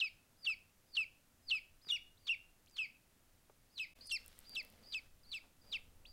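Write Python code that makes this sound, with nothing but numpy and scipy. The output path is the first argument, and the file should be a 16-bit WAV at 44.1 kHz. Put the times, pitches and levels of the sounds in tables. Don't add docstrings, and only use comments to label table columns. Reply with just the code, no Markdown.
import sys
import numpy as np
from scipy import signal
from scipy.fft import rfft, irfft
from scipy.io import wavfile
from scipy.ndimage import uniform_filter1d

SR = 44100
rng = np.random.default_rng(int(sys.argv[2]) if len(sys.argv) > 2 else 0)


def int16_out(signal):
    q = np.round(np.clip(np.atleast_2d(signal).T, -1, 1) * 32767)
    wavfile.write(sys.argv[1], SR, q.astype(np.int16))


N = 269892
TIME = np.arange(N) / SR
EDGE_S = .002
CEILING_HZ = 15900


def chick(whistle_room_db=-1.5):
    # (start [s], length [s], scoop [share of pitch], dip [share of pitch], top [Hz],
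    # last [Hz], base level [dB], accent [dB], swell [dB], beat rate [Hz], beat depth [0-1])
    whistles = [ (0.359, 0.095, .3, 0.0036, 5070, 4400, -78.5, -5, 36.5, 160, 0.2),
                (0.86, 0.092, .02, 0.0043, 5020, 4400, -85.5, 5, 42.5, 310, 0.4),
                (1.424, 0.07, 0.051, 0.011, 5160, 4350, -82, 1, 42, 200, 0),
                (1.807, 0.076, 0.4, 0, 5130, 4660, -68, -12, 12.5, 255, 0.3),
                (2.171, 0.1, 0.32, 0, 4860, 4300, -88, 29, 31, 330, 0.3),
                (2.669, 0.097, 0.58, 0, 4990, 4200, -84, 23, 30, 170, 0),
                (3.701, 0.075, 0.19, 0, 5170, 4030, -80.5, 4, 28.5, 200, 0.5),
                (4.007, 0.12, 0.11, .03, 5020, 4620, -61.5, 9, 12, 450, 0.6),
                (4.444, 0.11, 0.27, 0.0022, 4820, 4650, -61.5, -12, 7, 175, 0.26),
                (4.826, 0.12, .04, 0.079, 5010, 4620, -63.5, -9, 13, 210, 0.8),
                (5.23, .099, -.06, 0.099, 4680, 4390, -71, 0, 19, 160, .35),
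                (5.613, 0.11, 0, 0.042, 4860, 4700, -76.5, 7, 18, 130, 0.5),
                (6.05, 0.12, 0.58, 0.027, 4790, 4700, -66, 11.5, 3, 200, 0.43), ]
    # (start [s], drop [s], hold [s], fall [s], top [Hz], bend [over 1 = steep first],
    # landing [Hz], end of hold [Hz], last [Hz], onset [dB], peak [dB], end of hold [dB], catch time [s],
    # catch [dB], base of second harmonic [dB], base of third [dB], rasp [dB], rasp length [s],
    # split in the drop [dB], split in the hold [dB], room send [dB])
    peeps = [ (0.0, 0.031, 0.022, 0.032, 4400, 2.3, 2595, 2558, 2194, -36, -31.5, -39.5, 0.0077, -5, -50, -65, -10.5, 0.015, -32, -17, -2),
             (.448, 0.03, 0.036, 0.029, 4700, 1.4, 2695, 2566, 2186, -49, -32.5, -38, 0.013, -5, -50.5, -57, -3, 0.013, -9, -16.5, -2),
             (.951, 0.033, 0.035, 0.026, 4850, 1.73, 2700, 2560, 2203, -45.5, -31.5, -37.5, 0.013, -12, -53.5, -59.5, -7, 0.021, -7, -19.5, -2.5),
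             (1.496, 0.03, 0.04, .026, 4600, 1.83, 2702, 2530, 2170, -41.5, -30.5, -40, 0.0085, -3.5, -51.5, -62, -10, 0.019, -13, -19, -1.5),
             (1.884, 0.031, .037, 0.023, 3870, 0.3, 2859, 2870, 2140, -47, -29, -37.5, 0.033, -20, -51, -55, -4, 0.0178, -18.5, -26, 1),
             (2.267, .03, .02, 0.033, 4420, 1.0, 2650, 2812, 2146, -51, -32, -35, 0.022, -6.5, -56, -63, 0, 0.013, -7.5, -54, 0),
             (2.764, .031, 0.027, 0.04, 4460, 1.05, 2636, 2563, 2105, -55, -36.5, -39.5, 0.014, -5.5, -54.5, -62, 6, .016, -2.5, -22, 2.5),
             (3.777, 0.023, 0.026, 0.03, 4280, .78, 2622, 2571, 1996, -46, -38.5, -42.5, .015, -7, -55, -61.5, -8.5, 0.016, -23, -33, 3),
             (4.093, 0.026, 0.031, 0.026, 4700, 1, 2748, 2669, 1950, -49, -37.5, -40, .013, -14, -39, -48.5, -7.5, 0.029, -23, -30, -2.5),
             (4.547, .023, 0.02, .029, 4400, 0.73, 2666, 2634, 1960, -45, -39.5, -42, 0.0037, -8, -46.5, -58, -10, 0.019, -15, -40, -3),
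             (4.921, 0.026, 0.024, 0.024, 4270, 0.52, 2630, 2576, 2150, -50.5, -37.5, -42, .019, -2.5, -51.5, -58.5, -9, 0.03, -10, -34, -5.5),
             (5.316, .028, 0.017, 0.028, 4300, 0.57, 2677, 2620, 2113, -45.5, -42.5, -44, 0.034, -0.5, -54.5, -58, -17.5, 0.053, -10, -42, -0.5),
             (5.716, 0.032, 0.0082, 0.018, 4350, 0.98, 2704, 2664, 2060, -43, -38.5, -38.5, 0.0046, -11, -54, -64, -14, 0.042, -8, -35, -3),
             ]
    calls = [(s, whistle(*shape), whistle_room_db) for s, *shape in whistles]
    calls += [(s, peep(*shape), room_db) for s, *shape, room_db in peeps]
    out = np.zeros(N)
    for s, call, room_db in calls:
        add(out, s, call)
        add(out, s, gain_of(room_db) * room(call))
    return out


def peep(drop, hold, fall, top_hz, bend, land_hz, held_hz, last_hz, onset_db, peak_db, held_db,
         catch_s, catch_db, second_db, third_db, rasp_db, rasp_s, split_db, hold_split_db,
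         corner_s=.0025, peak_within_hz=147, fade_db=-13, catch_width_s=.0035, clearing=.61):
    moments = np.cumsum([0, drop, hold, fall])
    t = np.arange(0, moments[-1] + EDGE_S / 2, 1 / SR)
    unsettled = np.clip(1 - t / drop, 0, 1)
    falling = np.clip((t - drop - hold) / fall, 0, 1) ** 1.2
    hz = np.interp(t, moments[1:3], [land_hz, held_hz])
    hz += (top_hz - land_hz) * unsettled ** bend + (last_hz - held_hz) * falling
    hz = uniform_filter1d(hz, round(corner_s * SR))
    peak_s = drop * (1 - (peak_within_hz / (top_hz - land_hz)) ** (1 / bend))
    settled = np.clip((t - peak_s) / (drop + hold - peak_s), 0, 1) ** .817
    level_db = np.interp(t, [0, peak_s], [onset_db, peak_db])
    level_db += (held_db - peak_db) * settled + fade_db * falling
    level_db += catch_db * np.exp(-((t - catch_s) / catch_width_s) ** 2)
    level_db += np.sqrt(unsettled) * wobble(t, 130)
    jitter = .003 * wobble(t, 500) + .0036 * wobble(t, 86) + .021 * unsettled * wobble(t, 200)
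    phase = 2 * np.pi * np.cumsum(hz * (1 + jitter)) / SR
    hoarse_db = rasp_db - clearing * np.maximum(level_db - onset_db, 0)
    rough = gain_of(-38) + gain_of(hoarse_db) * gate(t, 0, rasp_s)
    tone = harmonics(t, phase, hz, moments, level_db, second_db, third_db, rough)
    chaos, rasp = voice_break(t, level_db)
    swing = splitting(t, phase, hz, drop, hold, split_db, hold_split_db)
    voice = np.sqrt(2) * (tone * (1 + swing + rough * chaos)).real + rough * rasp
    return voice / np.sqrt(1 + rough ** 2) * gate(t, EDGE_S / 2, moments[-1])


def harmonics(t, phase, hz, moments, first_db, second_db, third_db, rough, blur_db=5):
    # (frequency [Hz], gain [dB])
    throat = [(4000, -4.5), (4500, 4.5), (5250, -4), (5750, -2.5), (6300, -1.5), (7000, 1), (7500, -3),
              (7900, -2.5), (8500, -4.5), (9400, -14), (14000, -8)]
    # (start [dB], landing [dB], end of hold [dB], end [dB])
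    second_arc = [-15, -8.5, 3, -13.5]
    third_arc = [-20, 2.5, -7.5, -26]
    # (frequency [Hz], level against the third [dB])
    overtones = [(7000, -10), (10000, -10), (11300, -11), (12600, -11.5), (14000, -18), (16000, -21)]
    second = second_db + np.interp(t, moments, second_arc) + read(throat, 2 * hz) + 2.5 * wobble(t, 83)
    third = third_db + np.interp(t, moments, third_arc) + read(throat, 3 * hz) + 2.5 * wobble(t, 120)
    upper = [third + read(overtones, k * hz) + 3 * wobble(t, 59) for k in range(4, 7)]
    return sum(gain_of(db - blur_db * k * rough) * (k * hz < CEILING_HZ) * np.exp(1j * k * phase)
               for k, db in enumerate([first_db, second, third] + upper, 1))


def voice_break(t, level_db, shake=.34, shake_hz=350, spurt_db=3):
    # (frequency [Hz], relative level [dB])
    rasp_colour = [(600, -44.5), (1100, -15), (1800, -19), (2600, -11.5), (3600, 0.5), (4600, -8.5),
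                   (5600, -14), (8000, -26.5), (11000, -31.5), (16000, -40)]
    chaos = shake * (wobble(t, shake_hz) + 1j * wobble(t, shake_hz)) / np.sqrt(2)
    spurts = noise(rasp_colour, len(t)) * gain_of(spurt_db * wobble(t, 300))
    return chaos, gain_of(level_db) * unit_rms(spurts)


def splitting(t, phase, hz, drop, hold, drop_db, hold_db, thirds_hz=3580, halves_hz=3220, span_hz=200):
    thirds = np.cos(phase / 3) + .27 * np.cos(2 * phase / 3)
    halves = np.cos(phase / 2)
    near_thirds = np.exp(-((hz - thirds_hz) / span_hz) ** 2)
    near_halves = np.exp(-((hz - halves_hz) / span_hz) ** 2)
    in_drop = gate(t, 0, drop) * (near_thirds * thirds + gain_of(-13.5) * near_halves * halves)
    in_hold = gate(t - drop, .56 * hold, .79 * hold) * halves
    return gain_of(drop_db) * in_drop + gain_of(hold_db) * in_hold


def whistle(length, scoop, dip, top_hz, last_hz, base_db, accent_db, swell_db, beat_hz, depth,
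            attack_s=.0053, scoop_s=.022, accent_s=.016, dip_s=.023, dip_width_s=.009):
    t = np.arange(0, length + EDGE_S / 2, 1 / SR)
    hz = top_hz + (last_hz - top_hz) * (t / length) ** 2.8
    level_db = base_db + swell_db * (t / length) ** 2.76
    level_db += accent_db * np.exp(-t / accent_s) + 2 * wobble(t, 90)
    hz *= 1 - scoop * np.clip(1 - t / scoop_s, 0, 1) ** 1.3 + .0077 * wobble(t, 40)
    hz *= 1 - dip * np.exp(-((t - dip_s) / dip_width_s) ** 2)
    hz *= 1 - .02 * np.exp((t - t[-1]) / EDGE_S)
    phase = 2 * np.pi * np.cumsum(hz * (1 + .0067 * wobble(t, 300))) / SR
    other_side = depth * np.sin(phase - 2 * np.pi * beat_hz * t)
    tone = np.sin(phase) + other_side + gain_of(-27) * np.sin(2 * phase)
    envelope = gain_of(level_db) * np.minimum(t / attack_s, 1) * gate(t, 0, length)
    return envelope * tone * np.sqrt(2 / (1 + depth ** 2))


def rubbing(rise_s=.028, fade_s=.023, dull_trim_db=-3.5, grain_db=2,
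            scuff_s=4.071, scuff_width_s=.0077, scuff_db=-55.5):
    # (start [s], length [s], rub before trim [dB], hiss [dB])
    strokes = [(3.941, 0.14, -69.5, -72.5), (4.157, 0.33, -74, -70), (4.47, 0.43, -67, -72.5),
               (4.877, .22, -72.5, -74), (5.23, 0.3, -75, -83), (5.617, 0.2, -67.5, -76),
               (5.796, 0.32, -72.5, -104)]
    # (frequency [Hz], relative level [dB])
    rub_colour = [(60, 8.5), (130, 0.5), (230, 13.5), (330, 1), (520, 8.5), (750, 2), (1300, -5.5),
                  (3000, -25)]
    hiss_colour = [(400, -27), (1200, 12.5), (2500, 14.5), (5000, 12), (6500, 6), (12000, 5), (16000, 2)]
    scuff_colour = [(4000, -31), (5500, 0), (7000, -12), (9500, 7), (12000, -11), (15000, -36)]
    rub, hiss = noise(rub_colour), noise(hiss_colour)
    out = gain_of(scuff_db) / (1 + ((TIME - scuff_s) / scuff_width_s) ** 2) * noise(scuff_colour)
    for s, length, rub_db, hiss_db in strokes:
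        motion = np.clip(np.minimum((TIME - s) / rise_s, (s + length - TIME) / fade_s), 0, 1)
        out += motion * (gain_of(rub_db + dull_trim_db) * rub + gain_of(hiss_db) * hiss)
    return out * unit_rms(gain_of(grain_db * wobble(TIME, 180)))


def ticks(tail_s=.0004, tail_share=.13):
    # (time [s], low band peak [dB], high band peak [dB])
    snaps = [(2.662, -52.5, -75), (2.698, -52, -77), (2.712, -52, -70), (4.0701, -57, -44),
             (4.2622, -65, -38), (4.2808, -58, -35.5), (4.3902, -53, -33.5), (4.4038, -62, -46),
             (4.4951, -45, -36.5), (4.553, -54, -37), (4.6294, -62, -44), (4.6495, -56, -40),
             (4.7012, -58, -45), (4.7253, -54, -50)]
    out, t = np.zeros(N), np.arange(600) / SR
    for s, low_db, high_db in snaps:
        for db, band in ((low_db, (4000, 8000)), (high_db, (8000, 15500))):
            burst = (t == 0) + tail_share * rng.standard_normal(len(t)) * np.exp(-t / tail_s)
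            snap = bandpass(burst, band)
            add(out, s, gain_of(db) * snap / abs(snap).max())
    return out


def bumps():
    # (time [s], level [dB], centre [Hz], width [factor either way], decay [s])
    knocks = [(1.848, -61, 1210, 2.7, 0.0025), (1.865, -59, 184, 1.25, 0.012),
              (1.869, -61, 700, 2.5, 0.0058), (3.497, -58, 562, 1.7, 0.0064),
              (4.535, -58.5, 1500, 2.2, .003), (5.439, -66.5, 500, 2.7, 0.013)]
    out, t = np.zeros(N), np.arange(5000) / SR
    for s, db, hz, width, decay in knocks:
        thud = bandpass(rng.standard_normal(len(t)), (hz / width, hz * width))
        add(out, s, gain_of(db) * unit_rms(thud) * np.exp(-t / decay))
    return out


def room(x, gap_s=.0055, build_up_s=.024):
    # (delay [s], level [dB])
    echoes = [(.0068, -22), (0.0093, -20), (0.0173, -23.5), (0.0234, -20)]
    # (frequency [Hz], time to fall 60 dB [s])
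    decay = [(500, 0.27), (2100, 0.25), (2800, 0.38), (3600, 0.33), (5300, 0.32), (9000, .28), (15000, .18)]
    # (frequency [Hz], level [dB])
    colour = [(500, -34.5), (2000, -9.5), (2700, -15), (4000, -12.5), (5300, -14), (9000, -26), (15000, -1)]
    hz, t, bands = signal.stft(rng.standard_normal(SR * 3 // 4), SR, nperseg=256)
    t60 = read(decay, hz)[:, None]
    bands *= gain_of(read(colour, hz)[:, None] - 60 * t / t60)
    bands *= np.sqrt(2 * np.log(1000) / (t60 * SR))
    response = signal.istft(bands * np.clip((t - gap_s) / build_up_s, 0, 1), SR, nperseg=256)[1]
    for s, db in echoes:
        add(response, s, gain_of([db]))
    return signal.fftconvolve(x, response)


def handling_rumble(trim_db=-6.5):
    # (time [s], level before trim [dB])
    sway = [(0, -74.5), (1.7, -63), (2.4, -68), (3.8, -72.5), (4.1, -58), (4.6, -65), (5.15, -58),
            (5.55, -67), (5.82, -54), (6.12, -56)]
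    # (frequency [Hz], relative level [dB])
    colour = [(10, -3.5), (24, -2.5), (42, -17.5), (60, -13), (85, -11.5), (130, -31.5), (400, -51)]
    return gain_of(follow(sway) + trim_db) * noise(colour)


def room_air(level_db=-71):
    # (frequency [Hz], relative level [dB])
    colour = [(12, -27), (20, -2), (30, -6), (44, -23), (79, -10.5), (187, -17.5), (241, -16.5), (459, -25),
              (542, -22.5), (1060, -28), (1330, -27), (2750, -30), (3740, -31.5), (11100, -32),
              (16000, -34)]
    return gain_of(level_db) * noise(colour)


def gain_of(db):
    return 10 ** (np.asarray(db) / 20)


def unit_rms(x):
    return x / np.sqrt(np.mean(x ** 2) + 1e-20)


def read(points, hz):
    f, value = np.transpose(points)
    return np.interp(np.log(hz + 1), np.log(f + 1), value)


def follow(points):
    return np.interp(TIME, *np.transpose(points))


def gate(t, start, end):
    return np.clip(np.minimum(t - start, end - t) / EDGE_S + .5, 0, 1)


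def add(mix, s, sound):
    part = mix[round(s * SR):][:len(sound)]
    part += sound[:len(part)]


def bandpass(x, band_hz):
    return signal.sosfilt(signal.butter(2, band_hz, "bandpass", fs=SR, output="sos"), x)


def noise(spectrum, size=N):
    colour = gain_of(read(spectrum, np.fft.rfftfreq(size, 1 / SR)))
    return unit_rms(irfft(rfft(rng.standard_normal(size)) * colour, size))


def wobble(t, hz):
    lowpass = signal.butter(2, hz, fs=SR, output="sos")
    return unit_rms(signal.sosfilt(lowpass, rng.standard_normal(len(t))))


def scene():
    return (chick() + rubbing() + ticks() + bumps() + handling_rumble() + room_air())[None]


def record(dry):
    # (time [s], gain [0-1])
    dip = [(3.934, 1), (3.938, 0), (3.943, 0), (3.952, .15), (3.958, 1)]
    lowpass = signal.firwin(511, CEILING_HZ, window=("kaiser", 9), fs=SR)
    return signal.oaconvolve(dry * follow(dip), lowpass[None], "same")


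dry = scene()
out = record(dry)
int16_out(out)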